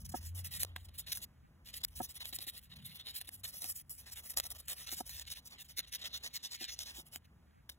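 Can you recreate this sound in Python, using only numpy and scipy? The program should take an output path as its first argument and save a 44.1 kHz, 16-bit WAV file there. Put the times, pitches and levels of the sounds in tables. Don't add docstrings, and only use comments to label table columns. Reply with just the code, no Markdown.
import sys
import numpy as np
from scipy import signal
from scipy.fft import rfft, irfft, next_fast_len
from scipy.io import wavfile
from scipy.ndimage import uniform_filter1d

SR = 44100
rng = np.random.default_rng(int(sys.argv[2]) if len(sys.argv) > 2 else 0)


def magnitude_from_level(level_db):
    exponent = np.asarray(level_db, float) / 20
    return 10 ** exponent


def unload_wav(signal):
    wavfile.write(
        sys.argv[1],
        SR,
        np.round(np.clip(np.atleast_2d(signal).T, -1, 1) * 32767).astype(np.int16),
    )


N = 343097
T = np.arange(N) / SR
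PAD = next_fast_len(N)
HZ = np.maximum(np.arange(PAD // 2 + 1) * SR / PAD, 1)

# frequency in Hz, level in dB per Hz.
HISS_SPECTRUM = [(250, -97), (350, -107), (900, -111), (1900, -114), (2900, -120), (5800, -126),
                 (9000, -127), (12000, -125), (15000, -128)]
# peak in seconds, level in dB, rise in ms, fall in ms.
DRONE_SWELLS = [(0.1, -52.5, 68, 26), (0.3, -43.5, 52, 132), (0.73, -53, 120, 160), (1.2, -66, 65, 100),
                (2.0, -61.5, 60, 27), (2.84, -64, 104, 31), (3.42, -62.5, 72, 53), (4.14, -69, 190, 60),
                (5.1, -70.5, 250, 200)]
RUMBLE_SWELLS = [(0.0, -52.5, 50, 150), (0.32, -58, 100, 120), (0.59, -56, 50, 80), (0.89, -60.5, 101, 120),
                 (1.21, -61, 80, 100), (1.9, -59.5, 60, 100), (2.32, -65.5, 100, 150),
                 (4.44, -61.5, 60, 204.3), (5.1, -62.5, 150, 200)]
GROWL_SWELLS = [(0.08, -57, 150, 130), (0.52, -62, 120, 120), (1.2, -70.5, 292.5, 200), (2.01, -59, 25, 35),
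                (2.88, -57, 120, 51), (5.03, -72, 154, 150), (7.21, -68.5, 200, 200)]
# time in seconds (the swell begins 2.8 ms earlier), level in dB, # extra
# level of the lowest modes in dB, length in ms for a mode near 745 Hz.
KNOCKS = [(0.142, -24, -20, 13.7), (0.633, -47, -11, 10), (0.762, -52, -25, 24),
          (2.003, -24.5, -19.5, 13.9), (2.327, -52, -9.5, 15), (2.386, -54.5, -7, 13),
          (2.47, -51.5, -8, 10.5), (3.213, -53, -25, 13), (3.286, -53.5, -9, 8.2), (3.643, -45.5, -16, 14),
          (4.37, -51, -10, 12), (4.45, -44, -25, 7.6), (4.681, -63, -10, 20), (4.925, -47, -8, 15.5),
          (5.006, -26.5, -21, 10.3), (5.783, -61, 1, 19), (6.611, -50, -3.5, 19), (6.984, -61.5, 5.5, 16),
          (7.159, -45.5, -17, 8.3)]
# frequency in Hz, level in dB, share of the knock's extra low level (0 to 1).
BENCH_MODES = [(247, -2.5, 0.7), (342.4, 1, 1), (739, -6.5, 0.09), (547, -10, 0.5), (900, -15.5, 0.03),
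               (1290, -21.5, 0.07), (1670, -22.5, 0.2), (2100, -38.5, 0)]
# start in seconds, level in dB.
TAPS = [(0.762, -39), (1.1726, -48), (7.51, -71.5), (7.693, -50)]
# frequency in Hz, level in dB, time to fall by 60 dB in seconds.
TAP_MODES = [(1140, -9, .016), (1647, -0.5, .018), (2070, -5, .014), (3300, -2, .018), (3700, -5, .012)]
# middle in seconds, length in ms, scratch level in dB, brightness in dB.
STROKES = [(0.013, 38, -73.5, 13.5), (0.058, 17.5, -61, 11), (0.098, 17, -64, 12.5),
           (0.125, 19, -61.5, 4.5), (0.169, 42, -57, 9), (0.214, 10, -65, 5), (0.257, 75, -61.5, 9),
           (0.383, 55, -57.5, 9.5), (0.46, 31, -52, 7), (0.546, 58, -47.5, 2.5), (0.609, 24.5, -46, 9),
           (0.63, 20, -42.5, 3), (0.682, 47, -69.5, -4.5), (0.765, 13.7, -50, -8.5), (0.854, 13, -66, 10),
           (0.89, 8.1, -58.5, -7), (0.953, 28, -62.5, 2), (0.996, 30, -51, 10.5), (1.072, 13, -45.5, -9.5),
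           (1.095, 34, -46.5, -3), (1.125, 14.6, -33.5, -3), (1.165, 44, -50, 7), (1.232, 29, -49, 1),
           (1.683, 50, -55, -2), (1.743, 24, -53, -4.5), (1.767, 44, -54, 8.5), (1.812, 14, -55, -9),
           (1.841, 14, -40, -0.5), (1.883, 11, -76, 15), (1.981, 44, -55.5, 8), (2.038, 44, -52.5, 7),
           (2.106, 33, -56.5, 5.5), (2.164, 33, -52.5, 3.5), (2.218, 29, -43, -13), (2.256, 30, -52.5, -4),
           (2.284, 55, -54.5, 8), (2.332, 11, -41.5, -10.5), (2.353, 33, -52.5, 14.5), (2.39, 4, -39.5, -9),
           (2.422, 48, -51.5, 3.5), (2.487, 34, -47.5, 3), (2.562, 55, -54, -2), (2.644, 57, -69, 7.5),
           (2.722, 38.5, -52, -16), (2.767, 18, -53, -5.5), (2.796, 20, -56.5, -15), (2.823, 22, -60.5, -9),
           (2.862, 33, -51.5, 2), (2.911, 58, -54.5, -9.5), (2.961, 30, -49.5, -4), (3.003, 25, -48, -12.5),
           (3.084, 57, -44, -13), (3.167, 46, -46, 4), (3.213, 16.5, -48, -1.5), (3.254, 15, -63, 4),
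           (3.283, 20.4, -50, -2.5), (3.338, 38, -61, 12.5), (3.402, 17, -78, 17.5),
           (3.45, 23.3, -43, -5.5), (3.481, 48, -55, 9), (3.549, 43, -57.5, 5.5), (3.582, 29, -65, 16.5),
           (3.641, 55, -51, 3), (3.696, 50, -55.5, 15), (3.768, 33, -65.5, 22), (3.802, 31, -66, 13),
           (3.915, 31, -75, 24), (4.003, 46, -64, 11), (4.041, 20, -68, -1), (4.081, 38.5, -52.5, -3),
           (4.126, 30, -54, 7.5), (4.182, 46, -53, 0.5), (4.258, 57, -62, 11), (4.308, 35, -58, 16),
           (4.339, 11, -58.5, 0), (4.379, 22.4, -40.5, 4.5), (4.4, 7.2, -47.5, 2), (4.452, 39, -51, 1),
           (4.515, 21, -54, 10), (4.56, 25.5, -56, 1), (4.597, 25, -57.5, 6.5), (4.658, 11, -71, 10),
           (4.712, 50, -45.5, 3.5), (4.809, 90, -54, 2.5), (4.881, 29.4, -46, -6.5), (4.926, 44, -48, 9),
           (4.99, 47.6, -50.5, 3.5), (5.073, 28, -57, 7), (5.109, 41, -53, 1), (5.171, 86, -52.5, 2.5),
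           (5.218, 19, -48, -2.5), (5.277, 20, -48.5, -8), (5.316, 41, -47, -0.5), (5.374, 41, -52, -4),
           (5.469, 30, -56.5, 7.5), (5.53, 47, -55, -6), (5.561, 8.2, -62, -15), (5.606, 41, -52, 0),
           (5.655, 19, -65, 3.5), (5.706, 36, -56, 0), (5.788, 35, -39.5, -4), (5.84, 24, -54.5, -23),
           (5.882, 27, -62, -1), (5.944, 38.6, -40.5, -5), (5.998, 17, -53.5, -8), (6.023, 17, -42, -18),
           (6.058, 40, -39, -10), (6.154, 44, -40.5, -10), (6.256, 43.7, -42.5, -8),
           (6.357, 39, -42.5, -5.5), (6.453, 42, -43.5, -7.5), (6.537, 48, -44, -7.5),
           (6.629, 53, -43, -9.5), (6.693, 24, -41.5, -15.5), (6.728, 40, -48, -3.5),
           (6.814, 46, -46.5, -3.5), (6.889, 62, -47.5, -8), (6.976, 71, -53.5, 0), (7.071, 29, -69, 6.5),
           (7.15, 50, -57.5, 5.5), (7.253, 16, -68.5, -2), (7.697, 9.8, -48.5, -4)]
# start in seconds, level in dB, length in ms.
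CATCHES = [(0.348, -62, 35), (0.444, -56, 14), (0.6064, -43.5, 0.72), (0.6157, -40.5, 1.5),
           (0.632, -28, 1.3), (0.648, -36, 2.9), (0.763, -25, 0.7), (0.775, -62, 80), (0.845, -67, 36),
           (0.9952, -43, 1.5), (0.9992, -43, 1.4), (1.119, -35, 18), (1.1244, -30.5, 2.3),
           (1.1724, -37, 1.9), (1.739, -42, 9.1), (1.8484, -25, 1.3), (2.204, -40, 30), (2.2546, -33, 2.6),
           (2.327, -43.5, 23), (2.387, -29, 0.84), (2.467, -46.5, 16), (3.213, -32.5, 2.3),
           (3.2906, -35, 1), (3.443, -52, 20), (3.6424, -36, 2.84), (3.895, -66.5, 120), (4.371, -37.5, 25),
           (4.373, -28, 2), (4.3833, -30.5, 1.5), (4.3996, -20.5, 0.83), (4.405, -42, 1.6),
           (4.5039, -42, 0.69), (4.5187, -43, 1.5), (4.6827, -39, 1.9), (4.8917, -34.5, 1.3),
           (5.094, -41, 2.1), (5.196, -34, 1.9), (5.7838, -34, 1.9), (5.7914, -22.5, 1.6),
           (5.803, -32.5, 1.3), (5.949, -33, 0.76), (6.019, -49.5, 8), (6.047, -41, 1.5),
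           (6.0572, -53, 1.2), (6.6102, -40, 1.2), (6.79, -31.5, 1.5), (6.808, -41, 1.3),
           (7.1593, -40, 1.1), (7.693, -43, 14), (7.715, -60, 30)]
TOOL_BANDS = {"cavity": [(520, 1000, -1.5), (1277, 720, -7)], "low scrape": [(1904, 740, 0.5)],
              "rasp": [(2977, 970, -1)], "scratch": [(3674, 830, -7.5), (4040, 960, -6.5)],
              "upper": [(5270, 1800, -8), (6180, 2260, -5.5), (6810, 2240, -6.5)], "top": [(8990, 3350, -5),
              (10160, 2800, -4.5), (12230, 2200, -5.5), (14500, 1800, -12.5), (15260, 1500, -8.5)]}
# time in seconds, cupping in dB (each lower band takes # its own
# share), angle of the tool in dB.
GRIP = [(0.0, 3, 6.5), (0.4, 2.5, 0.5), (0.76, 4, -3), (1.2, -2.5, 1), (1.9, 0, 0.5), (2.5, -1, -3),
        (2.9, -5, -4.5), (3.25, -1.5, -2.5), (3.6, 2, 1), (4.1, 3, 1.5), (4.4, 3.5, 1), (4.7, 5, 1.5),
        (5.2, 0, 3), (5.55, 0, 2.5), (5.9, -0.5, 3), (6.4, -1.5, 7), (6.8, -1.5, 8), (7.2, 5, -0.5),
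        (7.7, -3, 1)]
# frequency in Hz, phase lead in radians.
CHANNEL_LEAD = [(20, 0), (120, .4), (260, 1.5), (700, 2.1), (2100, 2.2), (2400, 2.3), (3300, 3.75),
                (16000, 3.85)]
# frequency in Hz, level difference in dB.
CHANNEL_DB = [(20, 0), (280, -1), (450, 0), (800, 3), (1100, 1.2), (2300, 2.2), (4200, .1), (16000, 0)]
# frequency in Hz, level of the wandering part in dB against the sanding and room sound.
PHASE_WANDER = [(20, -29.5), (400, -4.5), (1200, 1.5), (1800, -3), (2300, -1.5), (4000, -18.5), (9000, -22),
                (16000, -26)]


def on_hz(table):
    hz, value = np.transpose(table)
    return np.interp(np.log(HZ), np.log(hz), value)


def shape(x, gain):
    return irfft(rfft(x, PAD) * gain, PAD)[..., :N]


def ring(x, modes):
    gain = 0
    for k, (hz, width, db) in enumerate(modes):
        gain = gain + (-1) ** k * magnitude_from_level(db) / (1 + 1j * (HZ - hz * hz / HZ) / width) ** 2
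    return shape(x, gain / np.sqrt(np.mean(abs(gain) ** 2)))


def walk(rate):
    hold = int(SR / rate)
    steps = np.repeat(rng.standard_normal(N // hold + 1), hold)
    return 1.09 * uniform_filter1d(uniform_filter1d(steps, hold), hold)[:N]


def swelling(rest_db, wander_db, swells):
    fade_db_per_s = 0.44
    power = magnitude_from_level(rest_db - fade_db_per_s * T + wander_db * walk(4.5)) ** 2
    for at, db, rise, fall in swells:
        ms = 1000 * (T - at)
        power = power + magnitude_from_level(db) ** 2 * np.exp(-(ms / np.where(ms < 0, rise, fall)) ** 2)
    return np.sqrt(power)


def room():
    drone_hz = 87 + 6.0 * walk(14)
    drone = np.sqrt(2) * np.sin(2 * np.pi * np.cumsum(drone_hz) / SR) * magnitude_from_level(2.3 * walk(16))
    rumble = ring(rng.standard_normal(N), [(64.3, 30.6, 12), (33, 23, -6.5)])
    growl = ring(rng.standard_normal(N), [(134.5, 59, 6.0), (205.2, 80, -4.5)])
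    low = swelling(-72.5, 1.5, DRONE_SWELLS) * drone
    low = low + swelling(-64.5, 1.5, RUMBLE_SWELLS) * rumble
    low = low + swelling(-70, 1, GROWL_SWELLS) * growl
    low_cut = np.minimum(HZ / 250, 1) ** 2
    hiss = shape(rng.standard_normal(N), magnitude_from_level(on_hz(HISS_SPECTRUM)) * np.sqrt(SR / 2) * low_cut)
    return low + hiss * magnitude_from_level(1.3 * walk(6))


def bench():
    push_ms, rise_ms, linger = 2.8, 5.1, 0.26
    out = np.zeros(N)
    t = np.arange(int(.05 * SR)) / SR
    ms = 1000 * t
    for at, db, low_db, length_ms in KNOCKS:
        start = int((at - push_ms / 1000) * SR)
        for k, (hz, mode_db, low_share) in enumerate(BENCH_MODES):
            damping = np.exp(-(ms / max(length_ms, 3) * (hz / 745) ** linger) ** 3.0)
            swell = np.minimum(ms / rise_ms, 1) * damping
            gain = (-1) ** k * magnitude_from_level(db + mode_db + low_share * low_db)
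            out[start:start + len(t)] += gain * swell * np.sin(2 * np.pi * hz * t)
    return out


def taps():
    out = np.zeros(N)
    t = np.arange(int(.06 * SR)) / SR
    tap = sum(magnitude_from_level(db - 60 * t / t60) * np.sin(2 * np.pi * hz * t) for hz, db, t60 in TAP_MODES)
    for at, db in TAPS:
        start = int(at * SR)
        out[start:start + len(t)] += magnitude_from_level(db) * tap
    return out


def grit():
    scatter_db, patchy_db = 2.5, 2.0
    grain_db = scatter_db * rng.exponential(size=N) + patchy_db * walk(300)
    grains = rng.standard_normal(N) * magnitude_from_level(grain_db)
    return grains / np.sqrt(np.mean(grains ** 2))


def pressure():
    strokes, catches = np.zeros(N), np.zeros(N)
    for at, length_ms, db, _ in STROKES:
        near = slice(max(int((at - .15) * SR), 0), int((at + .15) * SR))
        ms = 1000 * (T[near] - at)
        strokes[near] += magnitude_from_level(db - 6.04 * abs(2 * ms / max(length_ms, 2)) ** 3.65) ** 2
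    for at, db, length_ms in CATCHES:
        near = slice(int((at - .002) * SR), int((at + .09) * SR))
        ms = 1000 * (T[near] - at)
        fall = np.where(ms < 0, ms / 0.036, -ms / max(length_ms / 4, .05))
        catches[near] += magnitude_from_level(db) ** 2 * np.exp(fall)
    return strokes, catches


def snaps():
    crisp_db, brief_ms = 7.5, 3.0
    at, db, length_ms = np.transpose(CATCHES)
    out = np.zeros(N)
    out[(at * SR).astype(int)] = magnitude_from_level(db + crisp_db) * (length_ms < brief_ms)
    return out


def sliding(strokes):
    slide_db, reach_ms = -6.5, 18
    keep = np.exp(-1000 / (reach_ms * SR))
    after = signal.lfilter([1 - keep], [1, -keep], strokes)
    before = signal.lfilter([1 - keep], [1, -keep], strokes[::-1])[::-1]
    return magnitude_from_level(2 * slide_db) * np.minimum(after, before)


def band_levels():
    at, _, level_db, bright_db = np.transpose(STROKES)
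    grip_at, cupping_db, angle_db = np.transpose(GRIP)
    extra = np.interp(T, at, level_db + 50)
    bright = np.interp(T, at, bright_db)
    cupping = np.interp(T, grip_at, cupping_db)
    return {"cavity": -21 - 0.28 * extra + 1.5 * cupping,
            "low scrape": -17.5 - 0.19 * extra + 0.6 * cupping,
            "rasp": -11.5 - 0.29 * extra + 0.18 * cupping,
            "scratch": 0,
            "upper": 0.62 * bright + np.interp(T, grip_at, angle_db),
            "top": bright}


def sanding():
    patchy_db, light_treble_db, snap_body_db = 2.15, -9.5, 3.5
    levels = band_levels()
    grains = grit()
    strokes, catches = pressure()
    light, snap = sliding(strokes), snaps()
    out, sign = 0, 1
    for band, modes in TOOL_BANDS.items():
        light_db = light_treble_db if band in ("upper", "top") else 0
        snap_db = snap_body_db if band in ("cavity", "low scrape") else 0
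        power = strokes + catches + light * magnitude_from_level(2 * light_db)
        bite = snap * magnitude_from_level(snap_db) + grains * np.sqrt(power)
        for hz, width, db in modes:
            push = bite * magnitude_from_level(db + levels[band] + patchy_db * walk(35))
            out = out + sign * ring(push, [(hz, width, 0)])
            sign = -sign
    lag_s = (1.313 + .3 * walk(8)) / 1000
    return out + magnitude_from_level(-10.0) * np.interp(T - lag_s, T, out)


def scene():
    airborne = sanding() + room()
    wander = shape(airborne, 1j * magnitude_from_level(on_hz(PHASE_WANDER))) * walk(30)
    sound = airborne + bench() + taps()
    lag = np.exp(1j * (on_hz(CHANNEL_LEAD) - 2 * np.pi * HZ / 4250))
    tilt = magnitude_from_level(on_hz(CHANNEL_DB) / 2)
    left = shape(sound + wander, 1 / tilt)
    right = shape(sound - wander, tilt * lag)
    return np.array([left, right])


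def band_limit(x):
    return signal.sosfilt(signal.butter(12, 16990, fs=SR, output="sos"), x)


def record(dry):
    noisy = dry + magnitude_from_level(-92.5) * rng.standard_normal(dry.shape)
    shelf = magnitude_from_level(-17 * np.clip((HZ - 15750) / 200, 0, 1)) * (HZ < 16550)
    mix = shape(noisy, shelf)
    return band_limit(mix)


dry = scene()
out = record(dry)
unload_wav(out)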